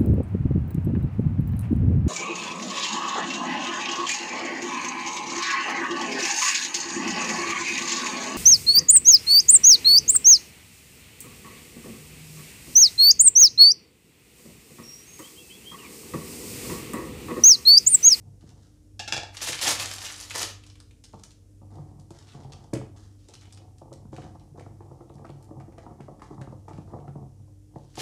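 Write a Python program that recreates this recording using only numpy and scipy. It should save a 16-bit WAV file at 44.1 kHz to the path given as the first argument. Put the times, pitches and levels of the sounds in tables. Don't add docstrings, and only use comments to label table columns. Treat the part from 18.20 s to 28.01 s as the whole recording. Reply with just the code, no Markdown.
import sys
import numpy as np
from scipy import signal
from scipy.fft import rfft, irfft
from scipy.io import wavfile
from scipy.ndimage import uniform_filter1d

SR = 44100
rng = np.random.default_rng(int(sys.argv[2]) if len(sys.argv) > 2 else 0)


def transcribe(u):
    v = np.clip(np.atleast_2d(u).T, -1, 1)
    q = np.round(v * 32767).astype(np.int16)
    wavfile.write(sys.argv[1], SR, q)


N = 432621
T = np.arange(N) / SR

# f/Hz, bandwidth/Hz, level/dB
TABLE_MODES = [(79, 16, -5), (134.1, 8.7, 7), (202, 45, -6.5), (328.4, 49, 1), (451, 22, -2.5),
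               (531.7, 16, -1.5), (610, 100, -9), (722.7, 52, 5.5), (867, 120, 2), (1200, 240, -4),
               (1380, 110, -10.5), (1800, 200, -21.5)]


def undb(db):
    return 10 ** (np.asarray(db) / 20)


def unit(x):
    return x / np.sqrt(np.mean(x ** 2))


def peak(x):
    return x / np.abs(x).max()


def band(x, lo_hz, hi_hz):
    sos = signal.butter(2, [lo_hz, hi_hz], "band", fs=SR, output="sos")
    return signal.sosfilt(sos, x)


def colour(x, points):
    hz, db = np.transpose(points)
    f = np.arange(len(x) // 2 + 1) * SR / len(x) + 1
    gain = undb(np.interp(np.log(f), np.log(hz), db))
    return irfft(rfft(x) * gain, len(x))


def curve(tables):
    out = np.zeros(N)
    for rows in map(np.array, tables):
        inside = (T >= rows[0, 0]) & (T <= rows[-1, 0])
        out[inside] = undb(np.interp(T[inside], rows[:, 0], rows[:, 1]))
    return out


def swells(rows, attack_s, fade_db_s):
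    power = 0
    for s, hold, db in rows:
        rise = np.clip((T - s) / attack_s, 0, 1)
        fade_db = fade_db_s * np.clip(T - s - hold, 0, None)
        power = power + (rise * undb(db - fade_db)) ** 2
    return np.sqrt(power)


def walk(rate):
    k = int(SR / rate)
    steps = np.repeat(rng.standard_normal(N // k + 1), k)
    return unit(uniform_filter1d(uniform_filter1d(steps, k), k)[:N])


def crackle(rate, spread_db):
    chance, sign, size = rng.random((3, N))
    pulse_gain = undb(-spread_db * np.log(size + .025))
    return unit((chance < rate / SR) * np.sign(sign - .5) * pulse_gain)


def ring(x, hz, t60):
    pole = np.exp(2j * np.pi * hz / SR - np.log(1000) / (t60 * SR))
    return signal.lfilter([1], [1, -pole], x).imag


def burst(decay_ms, size, rise_ms):
    ms = np.arange(size) / SR * 1000
    return rng.standard_normal(size) * np.exp(-ms / decay_ms) * (1 - np.exp(-ms / rise_ms))


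def add(out, s, sound, peak_db):
    i = int(s * SR)
    sound = sound[:N - i]
    out[i:i + len(sound)] += sound * undb(peak_db) / np.abs(sound).max()


def fridge():
    # f/Hz, rms level/dB, waver/dB
    lines = [(48.5, -60.5, 1), (97.8, -52.5, 1.5), (99, -58, 2), (246, -75.5, 5), (300.7, -73, 7),
             (300.8, -66.5, 1)]
    # f/Hz, relative level per Hz/dB
    air_spectrum = [(18, -47), (30, -15.5), (81, -4.5), (102, -5.5), (173, -19), (307, -18.5), (350, -27),
                    (467, -24), (673, -36.5), (1100, -45.5), (2300, -47.5), (4300, -47.5), (5500, -41.5),
                    (9700, -43.5), (15500, -58.5)]
    air_db = -56
    hum = 0
    for hz, db, waver_db in lines:
        gain = np.sqrt(2) * undb(db + waver_db * walk(2.377))
        wavering_hz = hz + 0.005 * hz * walk(6.9)
        hum = hum + gain * np.sin(2 * np.pi * np.cumsum(wavering_hz) / SR)
    return hum + undb(air_db) * unit(colour(rng.standard_normal(N), air_spectrum))


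def board(pushes, luck_db, detune):
    groups = np.zeros_like(pushes)
    for k, (hz, width, db) in enumerate(TABLE_MODES):
        group = np.searchsorted([230, 650], hz)
        t60 = np.log(1000) / np.pi / width
        gain = (-1) ** k * undb(db + luck_db[k]) * width
        groups[group] += gain * ring(pushes[group], hz * (1 + detune[k]), t60)
    return groups


def turntable():
    # t/s, hold/s, deep-mode level/dB, brightness (more for higher modes)/dB
    finger_pushes = [(0.0, 0.0074, -48.5, -7.5), (0.2, 0.15, -56.5, -1), (2.917, 0.069, -59, 0),
                     (3.411, 0.071, -53.5, 0.5), (3.503, 0.052, -51.5, 3), (3.67, 0.1, -53.5, -1.5),
                     (3.897, 0.17, -61.5, 8), (4.128, 0.2, -53.5, 3), (4.398, 0.086, -52.5, 3.5),
                     (4.702, 0.051, -56, 3.5), (5.076, 0.049, -66.5, 10.5), (5.217, 0.22, -61, 5.5),
                     (5.591, 0.053, -50.5, 4), (5.695, 0.069, -49.5, -0.5), (5.827, 0.031, -51, -13),
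                     (5.925, 0.17, -48.5, 1.5), (6.346, 0.14, -50.5, 0.5), (6.6, 0.2, -56.5, 6.5),
                     (6.888, 0.28, -55, 6), (7.277, 0.057, -48.5, 3), (7.483, 0.25, -54.5, 8),
                     (7.782, 0.52, -51, 3), (8.478, 0.11, -47, -2), (8.672, 0.14, -48, 4),
                     (8.853, 0.13, -46.5, -0.5), (9.168, 0.028, -61, -16.5), (9.501, 0.11, -53.5, -2),
                     (9.767, .05, -50, 13)]
    # t/s, peak level/dB, middle modes against the deep/dB, upper modes against the deep/dB
    knocks = [(0.235, -39.5, -3, -36), (0.924, -30.5, 0, 8), (1.289, -30, 8.5, 0), (1.468, -34, -6, 16),
              (2.23, -33.5, 19, 0), (2.933, -36, 3, 2.5), (3.412, -43, -3.5, -6), (3.583, -34.5, -6, -8),
              (3.903, -33, 1, -3), (4.145, -34, -4, -5), (4.244, -34, -10, -10), (4.344, -47, -17, -11),
              (4.529, -16, 3, -11), (4.547, -32, 8, -17), (4.561, -29, 5, -17), (4.61, -33, 2.5, 4.5),
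              (5.085, -47, 14, -1), (5.614, -36.5, 6, 1), (5.715, -36.5, 7.5, 2.5), (5.85, -35, -21, -14),
              (5.926, -30, 3, -3), (5.979, -31, 13, 13.5), (6.152, -37, -3, 3), (6.309, -40.5, -23, -28),
              (6.341, -43.5, 20, -6), (6.355, -44, 0, 4), (6.375, -34.5, 7.5, 3), (6.403, -38, 9, 8.5),
              (6.46, -33, -1, -2), (6.603, -35, 8, 5.5), (6.711, -33.5, -2, -3.5), (6.805, -38, 4, -1),
              (6.897, -35.5, 3, -0.5), (6.949, -38, -16, -18), (7.044, -35, 11, 16),
              (7.092, -31.5, 2, -6.5), (7.306, -32.5, 5.5, -1.5), (7.401, -39.5, -2, 10.5),
              (7.478, -36.5, 3.5, -8), (7.517, -49, 13, 10), (7.576, -36.5, 5, 7), (7.661, -33, 3, 6),
              (7.799, -30, -3.5, -4.5), (7.88, -31.5, 10, 4), (8.016, -35, 1.5, 9), (8.106, -33, 8, -3),
              (8.128, -39, 7, 6), (8.177, -30.5, -12, -7.5), (8.208, -30, -2, -18), (8.27, -32.5, -4.5, -4),
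              (8.322, -32.5, 2, -3), (8.478, -33, 5, 7), (8.507, -35, 8, 8), (8.53, -35, -10, -14),
              (8.579, -26.5, -5.5, -8), (8.673, -43, 2, -1), (8.7, -45, -6, 6), (8.733, -30, 6, 1),
              (8.785, -33, 1, -5), (8.875, -31.5, -1.5, -5.5), (8.953, -28, -2.5, -11),
              (9.276, -54, 4.5, -2.5), (9.556, -30.5, 2, -1), (9.772, -42.5, 3, -3)]
    attack_s, coast_db_s = 0.0042, 82.5
    # (level against the deep/dB, dB per dB of brightness)
    shares = [(0, 0), (-9, 1), (-12, 1.17)]

    even = np.zeros(len(TABLE_MODES))
    contacts = uniform_filter1d(crackle(220, 3.65), size=28)
    balls = np.tile(contacts * undb(5.1 * np.tanh(walk(22))), (3, 1))
    balls /= np.std(board(balls, even, even), axis=1, keepdims=True)
    gains = []
    for share_db, slope in shares:
        rows = [(s, hold, db + share_db + slope * bright_db) for s, hold, db, bright_db in finger_pushes]
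        gains.append(swells(rows, attack_s, coast_db_s))
    out = board(balls * np.array(gains), even, even).sum(axis=0)

    for s, db, middle_db, upper_db in knocks:
        luck = rng.standard_normal((2, len(TABLE_MODES) + 1))
        jostle_ms = 5.6 * np.exp(0.46 * luck[0, -1])
        jostle = undb(-3.5 - 0.31 * (db + 32.5)) * burst(jostle_ms, size=16000, rise_ms=1.6)
        push = np.pad(np.hanning(26), (130, len(jostle) - 156))
        blow = np.tile(jostle + push, (3, 1))
        deep, middle, upper = map(peak, board(blow, 2.0 * luck[0], 0.034 * luck[1]))
        add(out, s, deep + undb(middle_db) * middle + undb(upper_db) * upper, db)
    return out


def crumpling():
    # t/s, level of the bright part/dB
    spans = [
        [(1.125, -72), (1.142, -51.5), (1.21, -49.5), (1.218, -32), (1.245, -37), (1.29, -33.5), (1.34, -43.5),
         (1.405, -44.5), (1.42, -28.5), (1.46, -31), (1.475, -25.5), (1.512, -29), (1.535, -35), (1.585, -37),
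         (1.6, -34.5), (1.76, -47), (1.87, -41.5), (1.95, -47.5), (2.09, -49.5), (2.11, -47), (2.143, -42.5),
         (2.158, -31), (2.2, -32.5), (2.217, -28.5), (2.232, -34), (2.255, -38.5), (2.31, -53), (2.4, -86.5)],
        [(9.72, -81), (9.774, -44.5), (9.81, -37)],
    ]
    # lower f/Hz, upper f/Hz
    facet_ranges = [(50, 2600), (2200, 4500), (4000, 7500), (6500, 18000)]
    # f/Hz, relative level per Hz/dB
    film_spectrum = [(710, -47), (1200, -30), (1760, 3), (2070, 2.5), (2330, 1), (6510, 1.5), (10700, -5),
                     (15500, -20.5)]
    buckles_per_s = 9000
    dull_db, dull_growth = -8, 0.11

    force = curve(spans)
    rate = np.clip(buckles_per_s * peak(force) ** 0.45, 400, 20000)
    together = crackle(rate, 3.0)
    buckles = 0
    for lo_hz, hi_hz in facet_ranges:
        alone = crackle(rate / 4, 3.0) * undb(3.6 * np.tanh(walk(90)))
        buckles = buckles + band(together + 1.4 * alone, lo_hz, hi_hz)
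    buckles = buckles * undb(4.1 * np.tanh(walk(75))) / np.sqrt(rate)
    bright = unit(colour(buckles, film_spectrum))
    dull = unit(band(buckles, 300., 1600.0)) + undb(-8.5) * unit(band(buckles, 60., 580.0))
    return force * (bright + undb(dull_db) * peak(force) ** dull_growth * dull)


def creeping():
    # t/s, hold/s, level/dB, part near 1.5 kHz against the rest/dB
    grips = [(0.212, 0.046, -69, -1.5), (0.266, 0.044, -69.5, -2.5), (0.42, 0.044, -69, -3),
             (2.43, 0.059, -64, -11), (2.85, 0.15, -72, -4), (3.5, 0.12, -74.5, 0.5), (3.93, 0.29, -67, -1),
             (4.325, 0.065, -67.5, -1), (4.76, 0.017, -59.5, -2.5), (4.986, 0.098, -72, -8),
             (5.087, 0.23, -68, -10), (5.921, 0.064, -62, -1), (6.37, 0.039, -71.5, 2),
             (6.6, 0.27, -82.5, -1.5), (7.04, 0.047, -72, -7.5), (7.58, 0.065, -72, 4),
             (7.805, 0.037, -71, 0), (8.014, 0.045, -68.5, 0), (8.204, 0.044, -70, -5),
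             (8.48, 0.12, -72.5, -7), (8.67, 0.2, -78.5, 2.5), (9.547, 0.16, -71.5, -4.5)]
    attack_s, fade_db_s = 0.0045, 88.5
    slips = crackle(2800, 5.8) * undb(4.0 * np.tanh(walk(35)))
    creep = unit(band(band(slips, 1400.0, 7100.0), 1520.0, 9300.0))
    dull = unit(band(slips, 1100.0, 2300.0))
    creep_gain = swells([(s, hold, db) for s, hold, db, _ in grips], attack_s, fade_db_s)
    dull_gain = swells([(s, hold, db + dull_db) for s, hold, db, dull_db in grips], attack_s, fade_db_s)
    return creep_gain * creep + dull_gain * dull


def bag():
    # t/s, peak level/dB,
    # pitch f/Hz
    clicks = [(0.209, -54.5, 3980), (0.291, -47, 4700), (1.147, -36.5, 1800), (1.169, -26, 4200),
              (1.206, -31, 2120), (1.2172, -28, 5810), (1.2289, -20.5, 6030), (1.263, -28, 3150),
              (1.287, -21.5, 2800), (1.322, -20, 5000), (1.3298, -20.5, 2400), (1.352, -27, 6400),
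              (1.379, -41, 4900), (1.39, -23, 3570), (1.4145, -22, 3900), (1.4356, -40, 5500),
              (1.45, -36, 3000), (1.4691, -20, 3580), (1.489, -18, 5000), (1.497, -21, 5370),
              (1.508, -15, 5440), (1.5978, -18.5, 3700), (1.625, -26, 2960), (1.657, -19.5, 5000),
              (1.7132, -25.5, 4830), (1.736, -26.5, 8100), (1.759, -34, 5500), (1.783, -25.5, 3950),
              (1.818, -29, 5000), (1.8502, -26.5, 4400), (1.887, -39, 2500), (1.9, -32, 2000),
              (1.923, -28.5, 5990), (1.942, -34, 4500), (1.962, -33, 6040), (1.978, -36, 6500),
              (2.0012, -28, 7450), (2.016, -41, 3030), (2.027, -33, 3900), (2.0986, -29, 5060),
              (2.1071, -26, 2440), (2.229, -15, 4830), (2.437, -42.5, 3470), (2.465, -43.5, 5040),
              (2.5, -42, 4150), (2.5552, -46, 2780), (2.602, -36, 5500), (2.71, -46.5, 2720),
              (2.839, -40.5, 5440), (2.93, -51, 4600), (2.9956, -49, 5050), (3.036, -32.5, 6000),
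              (3.1068, -46, 4550), (3.555, -53, 5260), (3.797, -50, 6430), (3.906, -43, 6460),
              (3.9875, -41.5, 5040), (4.025, -51, 3900), (4.071, -50.5, 3930), (4.0876, -47, 3530),
              (4.1212, -48.5, 3000), (4.234, -53, 3500), (4.3212, -37, 3970), (4.439, -53, 4840),
              (4.533, -35.5, 1580), (4.536, -28.5, 7000), (4.552, -35.5, 1910), (5.051, -56.5, 5410),
              (5.086, -42, 5530), (5.106, -52, 3530), (5.138, -38, 4300), (5.156, -56, 3700),
              (5.2114, -42.5, 5100), (5.219, -47, 2200), (5.226, -52, 4020), (5.233, -51, 2300),
              (5.255, -47, 2420), (5.3062, -51, 3250), (5.325, -40, 6040), (5.374, -43, 3970),
              (5.5832, -49.5, 6520), (5.7281, -39.5, 6020), (5.93, -48.5, 2240), (5.964, -40.5, 2310),
              (6.019, -46, 2180), (6.1969, -53, 3890), (6.396, -43, 1700), (6.62, -61, 1700),
              (6.895, -56.5, 3070), (6.9405, -51, 6000), (6.983, -54, 1390), (7.0518, -45.5, 1310),
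              (7.092, -47, 2780), (7.2264, -50, 8870), (7.4004, -48, 1360), (7.523, -54, 1520),
              (7.5823, -41.5, 1540), (7.806, -45.5, 1610), (7.9955, -49.5, 1290), (8.02, -40.5, 1478),
              (8.214, -39.5, 1310), (8.483, -43.5, 1255), (8.532, -47, 1930), (8.5776, -49, 1800),
              (8.801, -57, 2090), (8.8798, -53, 2020), (9.702, -55.5, 4850), (9.755, -38, 5330),
              (9.772, -35.5, 2530)]
    dull_db, treble_db = -10.5, -5
    out = crumpling() + creeping()
    for s, db, hz in clicks:
        ticks = np.repeat(undb(6.8 * rng.standard_normal(75)), 80)
        flip = burst(3.0, size=6000, rise_ms=0.11)
        snap = flip + undb(-10.0) * ticks * burst(13.0, size=6000, rise_ms=3.3)
        snap[0] += 3.0
        snap = band(snap, 560.0, 11000.0)
        sharp = band(snap, hz / 1.8, min(hz * 1.6, 15000))
        sharp = band(sharp, hz / 5.4, min(hz * 2.6, 12000))
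        dull = peak(band(snap, 680.0, 1900.0))
        treble = peak(band(snap, 4000.0, 9000.))
        add(out, s, peak(sharp) + undb(dull_db) * dull + undb(treble_db) * treble, db)
    return out


def knife():
    # t/s, peak level/dB, chatter time/ms, ringing brightness/(dB per octave)
    taps = [(0.794, -23.5, 15, -1), (0.877, -24, 16, 0), (0.924, -10, 2.3, 0), (0.933, -20.5, 11, 0),
            (0.945, -20, 2.3, -7.5), (0.965, -20.5, 2.3, -1.5), (0.972, -24, 2.3, 0), (0.978, -19, 3, -6.5),
            (1.033, -29, 3.3, -19.5)]
    # f/Hz, level/dB, t60/s
    steel_modes = [(721, -10.5, 0.09), (823, -8.5, .07), (858, -7.5, 0.07), (1445, -12.5, 0.082),
                   (1675, -12, 0.07), (1770, -4.5, 0.045), (2370, -10.5, 0.07), (2670, -10, 0.07),
                   (2803, -6, 0.065), (3436, -7, 0.11), (3748, -9.5, 0.074), (4000, -6.5, 0.045),
                   (4400, -6, 0.021), (4894, -7, 0.05), (5170, -3.5, 0.036), (5530, -9.5, 0.072),
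                   (6040, -8.5, 0.1), (6670, -10, .06), (7360, -11.5, .06)]
    choked_s = 0.0076
    out = np.zeros(N)
    ms = np.arange(SR // 2) / SR * 1000
    for s, db, chatter_ms, bright_db in taps:
        chatter = rng.standard_normal(len(ms)) * np.exp(-(ms / max(chatter_ms, .1)) ** 2)
        push = (ms == 0) + 0.3 * chatter
        luck = rng.standard_normal((2 * len(steel_modes), 2))
        steel = 0
        for (hz, mode_db, t60), (level_luck, pitch_luck) in zip(2 * steel_modes, luck):
            gain = undb(mode_db + 2.0 * level_luck + bright_db * np.log2(hz / 2000))
            steel = steel + gain * ring(push, hz * (1 + 0.02 * pitch_luck), t60)
        choked = sum(undb(mode_db) * ring(push, hz, choked_s) for hz, mode_db, _ in steel_modes)
        crack = choked + undb(3.5) * band(chatter, 1500.0, 7000.)
        add(out, s, undb(-0.5) * peak(steel) + peak(band(crack, 1200.0, 8900.0)), db)
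    return out


def room(x):
    # f/Hz, t60/s
    decay_times = [(150, 0.51), (700, 0.4), (1800, 0.43), (5000, 0.35), (12000, 0.24)]
    t, (hz, t60) = T[:SR], np.transpose(decay_times)
    tail = 0
    for low_hz in 60 * 2. ** np.arange(8):
        decay = np.interp(np.log(1.5 * low_hz), np.log(hz), t60)
        tail = tail + band(rng.standard_normal(SR), low_hz, 2 * low_hz) * 1000 ** (-t / decay)
    tail = tail * (1 - np.exp(-t / 0.004))
    return signal.fftconvolve(x, tail / np.sqrt(np.sum(tail ** 2)))[:N]


def scene():
    hum, plate, film, steel = fridge(), turntable(), bag(), knife()
    places = np.array([walk(9.0) for _ in range(4)])
    places /= np.sqrt(np.sum(places ** 2, axis=0))
    sent = undb(-5.5) * steel + undb(-8.0) * plate + undb(-6.0) * film
    wet = sum(room(sent * share) for share in places)
    return (steel + film + plate + wet + hum)[None]


def record(dry):
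    bass_cut = signal.butter(6, 40., "high", fs=SR, output="sos")
    top_cut = signal.ellip(10, .2, 70, 15550, fs=SR, output="sos")
    return signal.sosfilt(top_cut, signal.sosfilt(bass_cut, dry))


dry = scene()
out = record(dry)
transcribe(out)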